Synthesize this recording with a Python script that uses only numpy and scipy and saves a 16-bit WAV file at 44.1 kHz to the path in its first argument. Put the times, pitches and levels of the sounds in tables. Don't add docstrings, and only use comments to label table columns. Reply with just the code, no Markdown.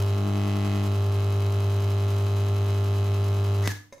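import sys
import numpy as np
from scipy import signal
from scipy.fft import rfft, irfft
from scipy.io import wavfile
from scipy.ndimage import uniform_filter1d

SR = 44100
rng = np.random.default_rng(int(sys.argv[2]) if len(sys.argv) > 2 else 0)


def to_wav(sig):
    pcm = np.clip(np.atleast_2d(sig), -1, 1) * 32767
    pcm = np.round(pcm).astype(np.int16)
    wavfile.write(sys.argv[1], SR, pcm.T)


N = 176400
MAINS_HZ, POWER_OFF_S = 49.972, 3.662
LOW_T60_S, HIGH_T60_S = .35, .17


def undb(db):
    return 10 ** (np.asarray(db) / 20)

def level(x, db):
    return x * undb(db) / np.sqrt(np.mean(x ** 2))

def times():
    return np.arange(N) / SR

def drift(rate_hz):
    hold = int(SR / rate_hz)
    smooth = uniform_filter1d(np.repeat(rng.standard_normal(N // hold + 1), hold), hold)[:N]
    return smooth / smooth.std()

def colour(x, points, size=2048):
    hz, db = np.array(points, float).T
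    curve = np.interp(np.log(np.fft.rfftfreq(size, 1 / SR) + 1), np.log(hz), db)
    cepstrum = irfft(np.log(undb(curve)))
    cepstrum[1:size // 2] *= 2
    cepstrum[size // 2 + 1:] = 0
    return signal.fftconvolve(x, irfft(np.exp(rfft(cepstrum))))[:N]

def noise(points, db):
    return level(colour(rng.standard_normal(N), points), db)

def clicks(at, gain, order=8):
    out, position = np.zeros(N), np.ravel(at) * SR
    taps = np.floor(position).astype(int)[:, None] + np.arange(1 - order, order + 1)
    offset = taps - position[:, None]
    pulses = np.ravel(gain)[:, None] * np.sinc(offset) * np.sinc(offset / order)
    np.add.at(out, np.clip(taps, 0, N - 1), pulses)
    return out

def ring(modes, t):
    t = np.maximum(t, 0)
    return sum(undb(db - 60 * t / t60) * np.sin(2 * np.pi * hz * t) for hz, db, t60 in modes)

def power_fade(t60):
    return undb(-60 * np.maximum(times() - POWER_OFF_S, 0) / t60)

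# lag in seconds, gain.
EARLY_REFLECTIONS = [
    [(.0008, .2), (.0019, .28), (.0031, .22)],
    [(.00125, .2), (.00235, .28), (.0037, .22)],
]
def room(x, wet_db=-4, t60=.4):
    t, out = times()[:SR // 2], []
    for near in EARLY_REFLECTIONS:
        tail = rng.standard_normal(len(t)) * undb(-60 * t / t60) * (1 - np.exp(-t / .0022))
        response = clicks(*np.array(near).T)[:len(t)] + undb(wet_db) * tail / np.linalg.norm(tail)
        out.append(x + signal.fftconvolve(x, response)[:N])
    return np.array(out)

# frequency in Hz, relative level in dB.
ROOM_TONE_EQ = [(20, -30), (100, 10), (300, -7), (600, -15), (2000, -26), (6000, -55), (15000, -26)]
def room_tone():
    return noise(ROOM_TONE_EQ, db=-68)

# frequency in Hz, relative level in dB.
ROAR_EQ = [(20, -18), (35, -13), (60, -7), (92, 0), (120, -5), (165, -2), (235, -15), (300, -10.5),
           (400, -8), (490, -18), (650, -14), (1400, -18), (3000, -26), (15000, -40)]
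def gas_roar():
    return noise(ROAR_EQ, db=-49) * power_fade(LOW_T60_S)

# start in seconds, gain in dB.
CONTACT_HITS = [(3.925, 2), (3.961, -14), (3.98, -9)]
# frequency in Hz, level in dB, time to fall 60 dB in seconds.
HOUSING_MODES = [(250, -58, .2), (470, -49, .06), (554, -44, .24), (595, -47, .07), (1001, -49, .07),
                 (1809, -56, .12), (2105, -50, .06), (3800, -60, .1), (6261, -54, .06)]
# frequency in Hz, relative level in dB.
CONTACT_EQ = [(150, -6), (550, 7), (1400, 0), (2200, 1), (3000, -10), (4800, -4), (6300, 0), (7500, -5),
              (8300, -12), (9600, -7), (11000, -13), (15000, -16)]
def switch(crack_t60=.12):
    t = times()[:SR // 2]
    crack = noise(CONTACT_EQ, db=-51)[:len(t)] * undb(-60 * t / crack_t60)
    at, db = np.array(CONTACT_HITS).T
    return signal.fftconvolve(clicks(at, undb(db)), ring(HOUSING_MODES, t) + crack)[:N]

# time in seconds, level in dB.
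HISS_ENVELOPE = [(3.6, -75), (3.63, -66), (3.64, -40.5), (3.67, -39), (3.69, -42.5), (3.718, -36.5),
                 (3.732, -64), (3.765, -48.5), (3.8, -88), (3.83, -110)]
# frequency in Hz, relative level in dB.
HISS_EQ = [(40, -1), (150, 13), (300, -1), (600, -2), (1400, 3), (2000, 9), (2600, -6), (4100, -0.5),
           (5500, 0.5), (6300, 3), (8000, -10), (9000, -15), (9600, -5.5), (10300, -9.5), (13400, -15),
           (13950, 2), (14400, -35)]
def dying_hiss(flicker_db=2.1):
    envelope_db = np.interp(times(), *np.array(HISS_ENVELOPE).T, left=-120)
    return noise(HISS_EQ, db=0) * undb(envelope_db + flicker_db * drift(400))

# time in seconds, pitch in Hz, level in dB.
WHISTLE_PATH = [(3.625, 1910, -75), (3.638, 1930, -40), (3.665, 2000, -39), (3.695, 1930, -38),
                (3.7, 1710, -35), (3.745, 1684, -45), (3.84, 1710, -54), (3.9, 1750, -78)]
def dying_whistle():
    t = times()
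    at, hz, db = np.array(WHISTLE_PATH).T
    roughness = np.interp(t, (3.69, 3.73), (.04, .017))
    pitch = np.interp(t, at, hz) * (1 + roughness * drift(700))
    return np.sin(2 * np.pi * np.cumsum(pitch) / SR) * undb(np.interp(t, at, db, left=-120, right=-120))

# start in seconds, gain in dB.
SNAP_HITS = [(3.6623, -15), (3.6757, 2), (3.6766, -26), (3.6768, -15)]
# frequency in Hz, gain in dB.
SNAP_EQ = [(40, -36), (200, 15.5), (700, 5), (3000, 1.5), (6000, -3.5), (10000, -9.5), (16000, -11)]
# frequency in Hz, level in dB, time to fall 60 dB in seconds.
ROOM_MODES = [(187, -38, .3), (299, -49, 1.1)]
def collapse():
    at, db = np.array(SNAP_HITS).T
    snaps = colour(clicks(at, undb(db)), SNAP_EQ)
    return room(dying_hiss() + snaps) + dying_whistle() + ring(ROOM_MODES, times() - POWER_OFF_S)

def flutter_phase(rate_hz=10.4, peak_s=.038, wander_cycles=.06):
    return 2 * np.pi * (rate_hz * (times() - peak_s) + wander_cycles * drift(2.6))

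def swell(t, start_s=.11, rise_s=.15, end_s=.99, fall_s=.19):
    return np.clip(np.minimum((t - start_s) / rise_s, (end_s - t) / fall_s), 0, 1)

# time in seconds, blend from calm (0) towards harsh (1).
RASP_CURVE = [(.24, 0), (.42, 0.55), (.8, 0.65), (.86, 0)]
def rasp(t):
    return np.interp(t, *np.array(RASP_CURVE).T)

# frequency in Hz, relative level in dB.
SIZZLE_EQ = [(800, -22), (1500, -2), (2600, -2.5), (4200, -6), (7000, -17), (15000, -17)]
def sizzle():
    return noise(SIZZLE_EQ, db=-64) * undb(6 * rasp(times())) * power_fade(HIGH_T60_S)

def each_cycle(place, jitter_s):
    cycle = np.arange(int(POWER_OFF_S * MAINS_HZ))[:, None]
    return (cycle + place) / MAINS_HZ + jitter_s * rng.standard_normal((len(cycle), len(place)))

# place in the mains cycle from 0 to 1, relative level in dB,
# share of the flutter in which it fires when calm, the same share when swollen.
SPARK_PATTERN = [(.055, -1.5, .55, .25), (.118, -1, .78, .2), (.215, 1.5, .62, .05), (.322, -3, .99, .99),
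                 (.46, -2, 0, .5), (.535, -3, .4, .3), (.73, -3, .3, .35), (.845, -6, .99, .99),
                 (.97, -1, 0, .45)]
# frequency in Hz, relative level in dB.
SPARK_EQ = [(300, -8), (750, 5.5), (950, 5.5), (1250, 5.5), (1700, -3.5), (2100, -3), (3100, 1.5),
            (3600, -7.5), (4050, -4), (4550, -4.5), (5100, -2), (5600, -7), (6250, -4), (8200, -11.5),
            (12000, -10), (16000, -13.5)]
def sparks(flutter, sputter_cycles=.065, flare_db=8, flare_s=.017, flare_width_s=.041):
    place, db, calm_share, swollen_share = np.array(SPARK_PATTERN).T
    looseness = np.sqrt(1 - calm_share)
    at = each_cycle(place, jitter_s=.00002 + .00018 * looseness)
    share = calm_share + (swollen_share - calm_share) * swell(at)
    flutter_cycles = np.interp(at, times(), flutter) / (2 * np.pi)
    flutter_cycles += sputter_cycles * rng.standard_normal((len(at), 1))
    fires = abs(flutter_cycles % 1 - .5) < share / 2
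    db = db + 8 * looseness * rng.uniform(-1, 1, at.shape)
    db += flare_db * np.exp(-((at - flare_s) / flare_width_s) ** 2)
    return level(colour(clicks(at, undb(db) * fires), SPARK_EQ), db=-50.5)

# place in the cycle from 0 to 1, relative level in dB.
IGNITION_PATTERN = [(.339, 3.5), (.812, 4.5)]
# frequency in Hz, relative level in dB.
CALM_CRACK_EQ = [(1200, -33), (1500, -2), (2000, 3.5), (2350, -1), (2550, 0), (3150, 4), (3650, -7.5),
                 (4020, 7), (4400, -7), (5200, -6), (5700, -12), (6200, -3), (6600, -13), (7000, -7),
                 (8200, -21.5), (12000, -17), (16000, -22)]
HARSH_CRACK_EQ = [(1200, -30), (1500, -5), (2000, 8), (2300, 0), (2550, 3.5), (3200, 3), (3650, -9),
                  (4020, 2.5), (4500, -5), (5200, -6), (5750, -16), (6150, 0.5), (6550, -16), (7000, -9),
                  (8200, -17), (16000, -21)]
def ignition_cracks(scatter_db=1.2, harsh_db=4.5):
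    place, db = np.array(IGNITION_PATTERN).T
    at = each_cycle(place, jitter_s=.00002)
    db = db + scatter_db * rng.standard_normal(at.shape)
    calm = colour(clicks(at, undb(db) * (1 - rasp(at))), CALM_CRACK_EQ)
    harsh = colour(clicks(at, undb(db + harsh_db) * rasp(at)), HARSH_CRACK_EQ)
    return level(calm + harsh, db=-48.7)

def buzz(flutter, side_gain=.35, side_lag_s=.00035):
    discharges = sizzle() + ignition_cracks() + sparks(flutter)
    side = side_gain * np.interp(times() - side_lag_s, times(), discharges)
    return room(discharges, wet_db=-3.5) + np.array([side, -side])

# multiple of the mains, calm level in dB, swollen level in dB,
# left minus right in dB.
HUM_PARTIALS = [(1, -61, -60, 0), (2, -23, -25.3, 0), (3, -57, -50, 2), (4, -47, -32, 0), (5, -53, -62, 0),
                (6, -49, -38, 9), (7, -52, -48, 7), (8, -37, -41, 0), (9, -52, -50, -2), (10, -63, -67, 3),
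                (11, -55, -55, 2), (12, -48, -49, 0), (13, -49, -45.5, 0), (14, -56, -55, 2),
                (15, -50, -48.5, 0), (16, -62, -54, -2), (17, -51, -49.5, -2), (18, -58, -72, 2),
                (19, -63, -57, 8), (20, -69, -68, 4), (21, -52, -50, -4), (22, -62, -64, 4),
                (23, -54, -50, 2), (24, -57, -66, -2), (25, -59, -57, -16), (26, -59, -57, 8),
                (27, -60, -61, -20), (28, -64, -58, 6)]
# multiple of the mains, level in dB.
THROB_PARTIALS = [(4, -49.5), (6, -61), (8, -60), (12, -64), (14, -65), (16, -65), (23, -64), (25, -64),
                  (27, -65)]
def hum(flutter, bass_corner_hz=89, spread_rad=.59, deep_throb_db=.6, swell_throb_db=1.1):
    t, out = times(), np.zeros((2, N))
    swollen, mains_phase = swell(t), 2 * np.pi * MAINS_HZ * t
    low_fade, high_fade = power_fade(LOW_T60_S), power_fade(HIGH_T60_S)
    for k, calm_db, swollen_db, pan_db in HUM_PARTIALS:
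        smear = min(k / 10, 1) ** 2
        phase = np.angle(sum(undb(db) * np.exp(-2j * np.pi * k * at) for at, db in IGNITION_PATTERN))
        phase += np.arctan(bass_corner_hz / (k * MAINS_HZ))
        phase += smear * rng.standard_normal()
        rms = undb(calm_db) * (1 - swollen) + undb(swollen_db) * swollen
        rms *= low_fade if k <= 2 else high_fade
        rms *= undb(np.cos(flutter) * (deep_throb_db if k == 2 else -swell_throb_db * swollen))
        apart = spread_rad * rng.choice([-1, 1]) * smear
        for channel, side in enumerate((.5, -.5)):
            tone = np.sqrt(2) * np.sin(k * mains_phase + phase + side * apart)
            out[channel] += rms * undb(side * pan_db) * tone
    for k, db in THROB_PARTIALS:
        throb_phase, phase = rng.uniform(0, 2 * np.pi, 2)
        out += 2 * undb(db) * high_fade * np.sin(flutter + throb_phase) * np.sin(k * mains_phase + phase)
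    return out

def scene():
    flutter = flutter_phase()
    bed = room(gas_roar() + room_tone(), wet_db=-3)
    return bed + hum(flutter) + buzz(flutter) + collapse() + room(switch())

def record(dry, top_hz=15450):
    return signal.sosfilt(signal.ellip(8, .2, 70, top_hz, fs=SR, output="sos"), dry)

dry = scene()
out = record(dry)
to_wav(out)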